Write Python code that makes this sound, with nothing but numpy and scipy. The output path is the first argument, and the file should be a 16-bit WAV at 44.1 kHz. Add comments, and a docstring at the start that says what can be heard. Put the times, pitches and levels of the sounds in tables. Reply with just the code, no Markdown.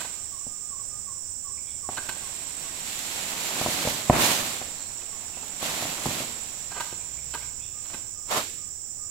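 """A worker cuts a palm frond with a sickle on a long pole, in a plantation full of cicadas.
The pole clacks: bursts of contact noise set its ringing tones going. The frond tears loose, brushes down,
lands on its butt and topples: dull damped tones make its thuds, noise and tiny snaps its swishes.
More clacks, dry cracks and a scuff in litter follow, all built from filtered snaps and noise.
Behind them, sliding tones make far birds and a low hum, and noise makes cicadas and open air."""
import sys
import numpy as np
from scipy import signal
from scipy.fft import rfft, irfft
from scipy.io import wavfile

SR = 44100
rng = np.random.default_rng(int(sys.argv[2]) if len(sys.argv) > 2 else 0)


def int16_out(signal):
    """Quantize to a 16-bit WAV file."""
    q = np.round(np.clip(np.atleast_2d(signal).T, -1, 1) * 32767)
    wavfile.write(sys.argv[1], SR, q.astype(np.int16))


N = 401310
T = np.arange(N) / SR  # time [s]
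HZ = np.fft.rfftfreq(N, 1 / SR)  # frequency [Hz]

# Levels in the tables are relative: the sources below balance them.
# strikes and drags of the pole:
# (time [s], level [dB], contact time [s], rasp [dB], favoured frequency [Hz], spread [octaves])
POLE_CLACKS = [(0.002, -40.5, 0.013, 3, 750, 0.73), (0.045, -42.5, 0.0083, 0, 1500, 1.5),
               (1.973, -30.5, .009, -2, 1600, .14), (2.0915, -29.5, .0016, 1, 1050, 0.69),
               (5.016, -48, .004, -5, 2300, 0.41), (6.713, -41, 0.014, -6, 1300, 0.41),
               (6.746, -39.5, .041, -10, 1300, 1.2), (6.802, -31.5, .011, 1.5, 1050, 0.53),
               (6.921, -45, .006, -8, 950, .37), (7.34, -33, 0.012, 0, 1400, .36),
               (7.415, -51, .016, -3, 1200, 1), (7.852, -52, .01, 6, 1200, .9),
               (7.9, -50, 0.0083, 4, 1400, 1), (7.936, -42, 0.01, 3, 1300, 1.2)]
# ringing of the pole: (frequency [Hz], level [dB], time to fall 60 dB [s])
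POLE_MODES = [(404, -45, 0.035), (696, -20, 0.047), (997, -2, 0.077), (1250, 0.5, 0.023),
              (1560, 3.5, 0.035), (2067, -7.5, 0.05), (2560, -4, 0.043), (3010, 8.5, 0.0051),
              (3990, -3, 0.028), (4310, -5, 0.065)]
# heavy stalks hit wood or soil: (time [s], level [dB], pitch factor [1], push on the ground [dB])
STALK_HITS = [(0.468, -36.5, .73, 6), (1.8902, -19.5, 1.05, -24), (1.931, -34, 1.4, -20),
              (1.987, -30, 1.04, -24), (2.168, -38, .8, -18), (3.614, -16, 0.96, -6),
              (3.662, -14, 0.91, -15), (3.685, -26, .33, -4), (3.852, -21, .68, -4),
              (3.874, -14.5, .78, -4), (4.0984, -1, 0.93, -1.5), (4.616, -26.5, 1, -10),
              (5.372, -34, 0.91, -16), (5.431, -34.5, 1.16, -21), (5.628, -23, 1.0, -22),
              (5.825, -21.5, 0.93, -22), (5.854, -25, .85, -6), (6.058, -18, 1.1, -4),
              (6.064, -20, .33, -1), (6.088, -24.5, .27, -9), (6.11, -27, .9, -8), (6.205, -26.5, .8, -10),
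              (6.927, -32, 0.49, -12), (7.945, -37.5, .27, -3), (8.374, -22, .45, -22)]
# the springy stalk touches again: (delay [s], level change [dB], pitch factor [1])
STALK_BOUNCES = [(.008, -10.5, 0.876), (.033, -19, .9)]
# ringing of a stalk at pitch factor 1: (frequency [Hz], level [dB], time to fall 60 dB [s])
STALK_RINGING = [(389, -18.5, 0.058), (763, 2, 0.017), (1066, -7.5, 0.027)]
# ringing of the soil: (frequency [Hz], level [dB], time to fall 60 dB [s])
GROUND_RINGING = [(60, -18, 0.24), (149, -10.5, 0.028), (236, -2.5, 0.02)]
# the foliage swishes and settles:
# (time at full swing [s], rise [s], hold [s], fade [s], leaflet level [dB], stalk level [dB])
FOLIAGE_SWISHES = [(0.0, .05, .02, .3, -45, -47.5), (.1, .3, .05, 1.3, -59.5, -64),
                   (1.907, 0.045, 0.95, .5, -50, -53), (2.867, .09, 0.24, 0.94, -44, -66),
                   (3.602, 1.19, 0.3, .42, -35, -37), (4.133, .03, 0.067, 0.39, -40, -27),
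                   (4.22, 0.14, 0.044, 0.44, -28.7, -33), (4.798, 0.36, .5, 1.4, -55.5, -53.5),
                   (5.454, .6, 0.18, .3, -52.5, -51), (5.629, .05, 0.035, 1.2, -36, -37),
                   (6.06, 0.16, .15, 0.17, -40, -41), (6.827, 0.16, .02, 0.35, -48, -58),
                   (7.1, .2, .06, .3, -60, -58), (7.38, 0.2, .01, .27, -50, -57),
                   (7.936, 0.32, .01, .24, -53, -53.5)]
# tone colour of leaflets: (frequency [Hz], level per Hz [dB])
LEAFLET_COLOUR = [(500, -28), (1100, -7.5), (2300, 1.5), (4200, 2), (5200, -2), (7000, 0.5), (9500, -4.5),
                  (10800, -6.5), (11900, -3.5), (13200, -8.5), (16000, -14.5)]
# tone colour of rustling stalks: (frequency [Hz], level per Hz [dB])
STALK_COLOUR = [(30, -61), (80, -15), (160, 2), (300, 1), (450, -2), (700, 2), (1050, 1), (1400, -3.5),
                (2500, -5), (6000, -50)]
# tone colour of crushed litter and fibres: (frequency [Hz], level per Hz [dB])
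LITTER_COLOUR = [(50, -34), (150, -6), (280, -5.5), (450, -1.5), (700, 3), (1150, 3), (1500, -4),
                 (2200, -6.5), (4000, -36), (8000, -45)]
# a scuff in dry litter; rows are its leaves, their settling and the crunch:
# (time at full swing [s], rise [s], hold [s], fade [s], level [dB])
LITTER_SCUFF = [(8.316, .03, .068, .08, -31), (8.38, .08, .03, .23, -37.5), (8.314, .027, .068, .07, -29)]
# dry fibres crack: (time [s], level [dB])
FIBRE_CRACKS = [(2.991, -31), (3.158, -36), (5.481, -39), (6.06, -29), (8.371, -25)]
# cicada choruses:
# (centre [Hz], half width [Hz], level [dB], change once the nearest group has stopped [dB])
CICADA_BANDS = [(5660, 307, -51.5, -0.5), (7265, 220, -44, 1), (7784, 280, -43, -2), (8250, 62, -49, -20.5),
                (8980, 490, -64, 0.5), (11700, 180, -75, -3), (15100, 630, -59.5, 0.5)]
# the nearest cicada group: (time [s], share singing [0-1])
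NEAR_CICADAS = [(0, 0.98), (2.6, 1), (3.6, 0), (4.6, 0.4), (9.1, 0.02)]
# one far bird repeats a falling whistle: (time [s], level [dB])
BIRD_WHISTLES = [(.315, -52), (.702, -50), (1.06, -50), (1.443, -50.5), (1.823, -51), (2.215, -50.5),
                 (2.638, -53), (5.11, -55)]
# its shape: (length [s], start pitch [Hz], end pitch [Hz], roughness [0-1])
WHISTLE_SHAPE = (0.079, 1172, 1005, 0.094)
# another bird holds a soft, nearly level note: (time [s], level [dB])
BIRD_PIPES = [(.138, -64), (.48, -63), (.6, -64), (.9, -60), (7.728, -64), (8.138, -65), (8.57, -65),
              (8.983, -63)]
# its shape: (length [s], start pitch [Hz], end pitch [Hz], roughness [0-1])
PIPE_SHAPE = (.1, 1215, 1228, .1)
# hoarse chirps: (time [s], length [s], start pitch [Hz], end pitch [Hz], level [dB])
BIRD_CHIRPS = [(1.571, .034, 2400, 2210, -53.5), (1.669, 0.06, 2390, 2170, -56),
               (1.66, .1, 3420, 3300, -59), (4.761, .146, 4150, 4220, -52.5),
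               (5.328, 0.045, 2630, 2810, -52), (7.004, 0.034, 2470, 2150, -54),
               (7.166, .054, 2120, 2510, -54), (7.405, .047, 2180, 2450, -52),
               (7.59, 0.13, 2490, 2835, -57), (7.608, 0.086, 3330, 3730, -56)]
# a low hum that swells briefly: (time [s], middle pitch [Hz], level [dB])
HUM_PATH = [(6.85, 54, -72), (7.1, 56.7, -53), (7.3, 60.4, -49), (7.5, 57.1, -51.5), (7.75, 55, -63)]
# tones within the hum: (multiple of its pitch [1], level [dB])
HUM_TONES = [(1, -0.5), (2, -6), (2.5, -8)]
# tone colour of distant air: (frequency [Hz], level per Hz [dB])
AIR_COLOUR = [(20, 1.5), (45, -2.5), (95, 2), (160, -7.5), (300, -12.5), (700, -16), (1500, -19.5),
              (4200, -23.5), (9000, -22), (15000, -41)]
# how long the grove's echo lasts: (frequency [Hz], time to fall 60 dB [s])
GROVE_DECAY = [(100, 1), (500, 0.73), (1500, 0.67), (5000, 0.75), (14000, 0.11)]
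# how alike left and right are: (frequency [Hz], coherence [0-1])
LEFT_RIGHT_LIKENESS = [(50, 0.47), (250, 0.76), (600, 0.62), (1100, 0.14), (2000, 0), (4000, 0.053)]
# the left microphone is muffled in the treble: (frequency [Hz], left minus right [dB])
LEFT_SHADE = [(100, -3), (300, -2), (1000, -3.5), (2500, -3), (5000, -1.5), (6500, -4), (7400, -14.5),
              (8500, -29.5), (10000, -14.5), (12000, -16.5), (15000, -3)]


def amp(db):
    """Turns decibels into gain."""
    return 10 ** (np.asarray(db) / 20)


def unit(x):
    """Scales a sound, or the middle of a stereo pair, to rms 1."""
    middle = np.atleast_2d(x).mean(0)
    return x / np.sqrt(np.mean(middle ** 2) + 1e-20)


def read(points, hz):
    """Reads a table along a log-frequency axis."""
    f, value = np.transpose(points)
    return np.interp(np.log(hz + 1), np.log(f), value)


def add(mix, s, sound):
    """Mixes a sound in at time s."""
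    part = mix[..., max(round(s * SR), 0):][..., :sound.shape[-1]]
    part += sound[..., :part.shape[-1]]


def drift(rate_hz):
    """Wanders at random with rms 1, mostly slower than rate_hz."""
    return unit(irfft(rfft(rng.standard_normal(N)) / (1 + (HZ / rate_hz) ** 4), N))


def treble(edge_hz):
    """Gives a gentle filter curve that holds back what lies below edge_hz."""
    return HZ ** 2 / (HZ ** 2 + edge_hz ** 2)


def diffuse(pair, gain=1):
    """Colours two unrelated signals and blends their bass, as at two close microphones."""
    a, b = rfft(pair)
    angle = np.arcsin(np.clip(read(LEFT_RIGHT_LIKENESS, HZ), 0, 1)) / 2
    left = a * np.cos(angle) + b * np.sin(angle)
    right = b * np.cos(angle) + a * np.sin(angle)
    return irfft(gain * np.array([left, right]), N)


def ring(modes, pitch=1):
    """Sounds the fading tones of a solid thing after one blow."""
    t = T[:SR // 4]
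    return sum(amp(db - 60 * t / t60) * np.sin(2 * np.pi * hz * pitch * t) for hz, db, t60 in modes)


def crackle(per_s, spread_db, wash):
    """Scatters tiny snaps of uneven size over a wash of sliding contact."""
    size = amp(spread_db * np.minimum(rng.exponential(1, (2, N)), 4))
    snaps = size * rng.choice([-1, 1], (2, N)) * (rng.random((2, N)) < per_s / SR)
    return snaps / snaps.std() + wash * rng.standard_normal((2, N))


def swell(s, rise, hold, fade):
    """Gives a gain that rises to full at time s, holds and dies away."""
    range_db = 20.5  # a rise or a fade covers this much in its time
    return amp(-range_db * (np.maximum(s - T, 0) / rise + np.maximum(T - s - hold, 0) / fade))


def grove(x, onset_s=0.0055):
    """Trunks and crowns scatter sound back in a thin tail of random echoes."""
    taps = rng.standard_normal((2, SR)) * (rng.random((2, SR)) < 2500 / SR)
    hz, t, z = signal.stft(taps, SR, nperseg=256)
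    fade = amp(-60 * t / read(GROVE_DECAY, hz)[:, None])
    z = z * fade * (1 - np.exp(-t / onset_s))
    tail = signal.istft(z, SR, nperseg=256)[1]
    tail /= np.linalg.norm(tail[0])
    return diffuse(signal.fftconvolve(x[None], tail, axes=1)[:, :N])


def contacts():
    """Each stroke of the pole is a bright bite of the blade, the main blow and a weak rattle."""
    for s, db, contact, rasp_db, favoured_hz, spread in POLE_CLACKS:
        yield s - .003, db - 6, .0033, rasp_db, 2900, .5
        yield s, db, contact, rasp_db, favoured_hz, spread
        yield s + .033, db - 17.5, contact, rasp_db, favoured_hz, spread


def pole(scrape_db=-7, release_s=0.0069, strike=1.0, splinter_db=-6, splinter_low_hz=480):
    """The blade strikes and chatters on the stalk: the pole rings, fibres splinter and rasp."""
    out, t = np.zeros((2, N)), T[:SR // 4]
    chatter = crackle(per_s=1700, spread_db=0.0, wash=0.29)
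    rasp = unit(diffuse(chatter, amp(read(LEAFLET_COLOUR, HZ))))
    splinters = unit(diffuse(chatter, amp(read(LITTER_COLOUR, HZ)) * treble(splinter_low_hz)))
    for s, db, contact, rasp_db, favoured_hz, spread in contacts():
        grip = np.minimum(t / (contact / 2), 1) * np.exp(-np.maximum(t - contact, 0) / release_s)
        part = max(round(s * SR), 0) + np.arange(len(t))
        force = grip * chatter[0, part]
        # brief contacts are mostly one blow
        force[0] += strike * np.linalg.norm(force) * release_s / (release_s + contact)
        # the place of contact decides which modes ring most
        modes = []
        for hz, mode_db, t60 in POLE_MODES:
            octaves_off = np.log2(hz / favoured_hz)
            modes.append((hz, mode_db - 10 * np.log10(1 + (octaves_off / spread) ** 2), t60))
        tone = signal.fftconvolve(force, ring(modes))[:len(t)]
        tone *= np.linalg.norm(grip) / np.linalg.norm(tone)
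        fibres = amp(scrape_db + rasp_db) * rasp[:, part]
        fibres += amp(splinter_db) * min(spread, 1) * splinters[:, part]
        add(out, s, amp(db) * (tone + grip * fibres))
    return out + amp(-11) * grove(out.mean(0))


def blows(stalk):
    """Heavy hits bounce, and chance knocks follow the motion of the stalks."""
    for s, db, pitch, ground_db in STALK_HITS:
        yield s, db, pitch, ground_db
        for delay, bounce_db, factor in STALK_BOUNCES:
            yield s + delay, db + bounce_db, pitch * factor, ground_db
    knocks_per_s, knock_db, spread_db = 30, 3.5, 3  # level is relative to the stalk motion
    for slot, (when, size, pitch) in enumerate(rng.random((int(knocks_per_s * N / SR), 3))):
        s = (slot + when) / knocks_per_s
        motion_db = 20 * np.log10(stalk[int(s * SR)] + 1e-9)
        db = motion_db + knock_db + spread_db * (2 * size - 1)
        yield s, db, np.interp(pitch, [0, 1], (.55, 1.1)), -13


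def thuds(stalk, low_hz=52, wet_db=-12, scatter_hz=110, crush_db=-24, crush_s=.008, left_db=2.0):
    """A fleshy stalk knocks short and dull and crushes fibres; a heavy fall also pushes the soil."""
    out, crush = np.zeros((2, N))
    for s, db, pitch, ground_db in blows(stalk):
        knock = ring(STALK_RINGING, pitch) + amp(ground_db) * ring(GROUND_RINGING)
        add(out, s, -amp(db) * knock)
        add(crush, s, amp(db + crush_db) * np.exp(-T[:SR // 4] / crush_s))
    contact = signal.windows.hann(round(.0007 * SR))
    out = np.convolve(out, contact / contact.sum(), "same")  # the soft contact rounds off the attack
    out = signal.sosfilt(signal.butter(2, low_hz, "high", fs=SR, output="sos"), out)
    # deep bass passes the trunks
    scattered = signal.sosfilt(signal.butter(2, scatter_hz, "high", fs=SR, output="sos"), out)
    crumbs = crackle(per_s=900, spread_db=2.0, wash=0.3)
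    fibres = unit(diffuse(crumbs, amp(read(LITTER_COLOUR, HZ))))
    direct = out * amp([[left_db / 2], [-left_db / 2]])
    return direct + crush * fibres + amp(wet_db) * grove(scattered)


def stirring():
    """Tells how strongly leaflets and stalks move; overlapping swishes add in power."""
    power = np.zeros((2, N))
    for *shape, leaflet_db, stalk_db in FOLIAGE_SWISHES:
        power += (amp([[leaflet_db], [stalk_db]]) * swell(*shape)) ** 2
    return np.sqrt(power)


def foliage(leaf, stalk, leaf_db=3.5, snap_db=-7, snap_hz=6000, uneven_db=0.7, uneven_hz=14):
    """Leaflets slap and slide in a hiss that brightens with motion; stalks and litter crunch beneath."""
    colour = amp(read(LEAFLET_COLOUR, HZ))
    hiss = diffuse(crackle(per_s=4000, spread_db=2.5, wash=0.95), colour)
    snaps = diffuse(crackle(per_s=4960, spread_db=1.0, wash=0.91), colour * treble(snap_hz))
    crunch = diffuse(crackle(per_s=700, spread_db=0.0, wash=0.43), amp(read(STALK_COLOUR, HZ)))
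    hard = amp(snap_db) * leaf / leaf.max()  # stronger motion snaps more
    leaf = leaf * amp(uneven_db * drift(uneven_hz))  # leaflets catch and slip in bunches
    return amp(leaf_db) * leaf * (unit(hiss) + hard * unit(snaps)) + stalk * unit(crunch)


def scuff():
    """Dry litter is crushed in one dense crunch, and its leaflets settle."""
    leaflets, settling, crushed = (amp(db) * swell(*shape) for *shape, db in LITTER_SCUFF)
    hiss = diffuse(crackle(per_s=3700, spread_db=3.5, wash=1.0), amp(read(LEAFLET_COLOUR, HZ)))
    crunch = diffuse(crackle(per_s=1500, spread_db=3.0, wash=0.45), amp(read(LITTER_COLOUR, HZ)))
    return np.hypot(leaflets, settling) * unit(hiss) + crushed * unit(crunch)


def cracks(decay_s=.005, low_hz=2200):
    """Single dry fibres break with a short, bright snap."""
    colour = amp(read(LEAFLET_COLOUR, HZ)) * treble(low_hz)
    burst = unit(diffuse(crackle(per_s=1700, spread_db=1.5, wash=0.4), colour))
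    gain = np.zeros(N)
    for s, db in FIBRE_CRACKS:
        add(gain, s, amp(db) * np.exp(-T[:SR // 4] / decay_s))
    return gain * burst


def cicadas(flutter_db=0.74, flutter_hz=35, swell_db=0.2, left_db=-5.0):
    """Many sound-making drums blur into a few fluttering bands of noise, mostly from the right."""
    stopped = 1 - np.interp(T, *np.transpose(NEAR_CICADAS))
    out = np.zeros((2, N))
    for hz, width, db, change_db in CICADA_BANDS:
        resonance = (1 + ((HZ - hz) / width) ** 2 / 10) ** -3
        band = irfft(rfft(rng.standard_normal((2, N))) * resonance, N)
        level = amp(db + change_db * stopped + flutter_db * drift(flutter_hz))
        out += unit(band * amp([[left_db], [0]])) * level
    return out * amp(swell_db * drift(2.8))


def birds(echo_s=0.076, echo_db=-11, wet_db=-7, direct_db=-3):
    """Whistles and hoarse chirps swell quickly and fade, with a blurred echo from the rows of trees."""
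    out, echo = np.zeros((2, N))
    jitter = .14 * drift(300)  # makes a rough voice waver in pitch
    notes = [(s, db, *WHISTLE_SHAPE) for s, db in BIRD_WHISTLES]
    notes += [(s, db, *PIPE_SHAPE) for s, db in BIRD_PIPES]
    notes += [(s, db, *shape, .38) for s, *shape, db in BIRD_CHIRPS]  # the last number is roughness
    for s, db, length, start_hz, end_hz, rough in notes:
        u = np.linspace(0, 1, round(length * SR))
        glide = start_hz + (end_hz - start_hz) * u
        hz = glide * (1 + rough * jitter[round(s * SR) - np.arange(len(u))])
        arch = np.sin(np.pi * u) * np.exp(-2 * u)
        add(out, s, amp(db) * unit(arch * np.sin(2 * np.pi * np.cumsum(hz) / SR)))
    add(echo, echo_s, amp(echo_db) * out * drift(40))
    return amp(direct_db) * (out + echo) + amp(wet_db) * grove(out)


def hum(waver=0.0172):
    """A few low tones that waver together in pitch rise and die away."""
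    s, hz, db = np.transpose(HUM_PATH)
    turns = np.cumsum(np.interp(T, s, hz) * (1 + waver * drift(10.6))) / SR
    tone = sum(amp(level_db) * np.sin(2 * np.pi * k * turns) for k, level_db in HUM_TONES)
    return unit(tone) * np.interp(T, s, amp(db), left=0, right=0)


def air(level_db=-52.5, swell_db=-0.5):
    """Coloured noise gives the low rumble and faint wash of the open plantation."""
    wash = unit(diffuse(rng.standard_normal((2, N)), amp(read(AIR_COLOUR, HZ))))
    return amp(level_db + swell_db * drift(2.03)) * wash


def scene():
    """Adds the harvest work, insects, birds, hum and air together."""
    leaf, stalk = stirring()
    work = pole() + thuds(stalk) + foliage(leaf, stalk) + scuff() + cracks()
    return work + cicadas() + birds() + hum() + air()


def record(dry):
    """Two unequal microphones hear the scene; overload clips it, then the top treble is cut."""
    left = amp(read(LEFT_SHADE, HZ))
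    ports = np.array([left, np.ones_like(left)]) / np.sqrt((1 + left ** 2) / 2)
    heard = np.clip(irfft(rfft(dry) * ports, N), -1, 1)
    edge_hz = 15850
    lowpass = signal.firwin(511, edge_hz, window=("kaiser", 9), fs=SR)
    return signal.oaconvolve(heard, lowpass[None], "same")


dry = scene()
out = record(dry)
int16_out(out)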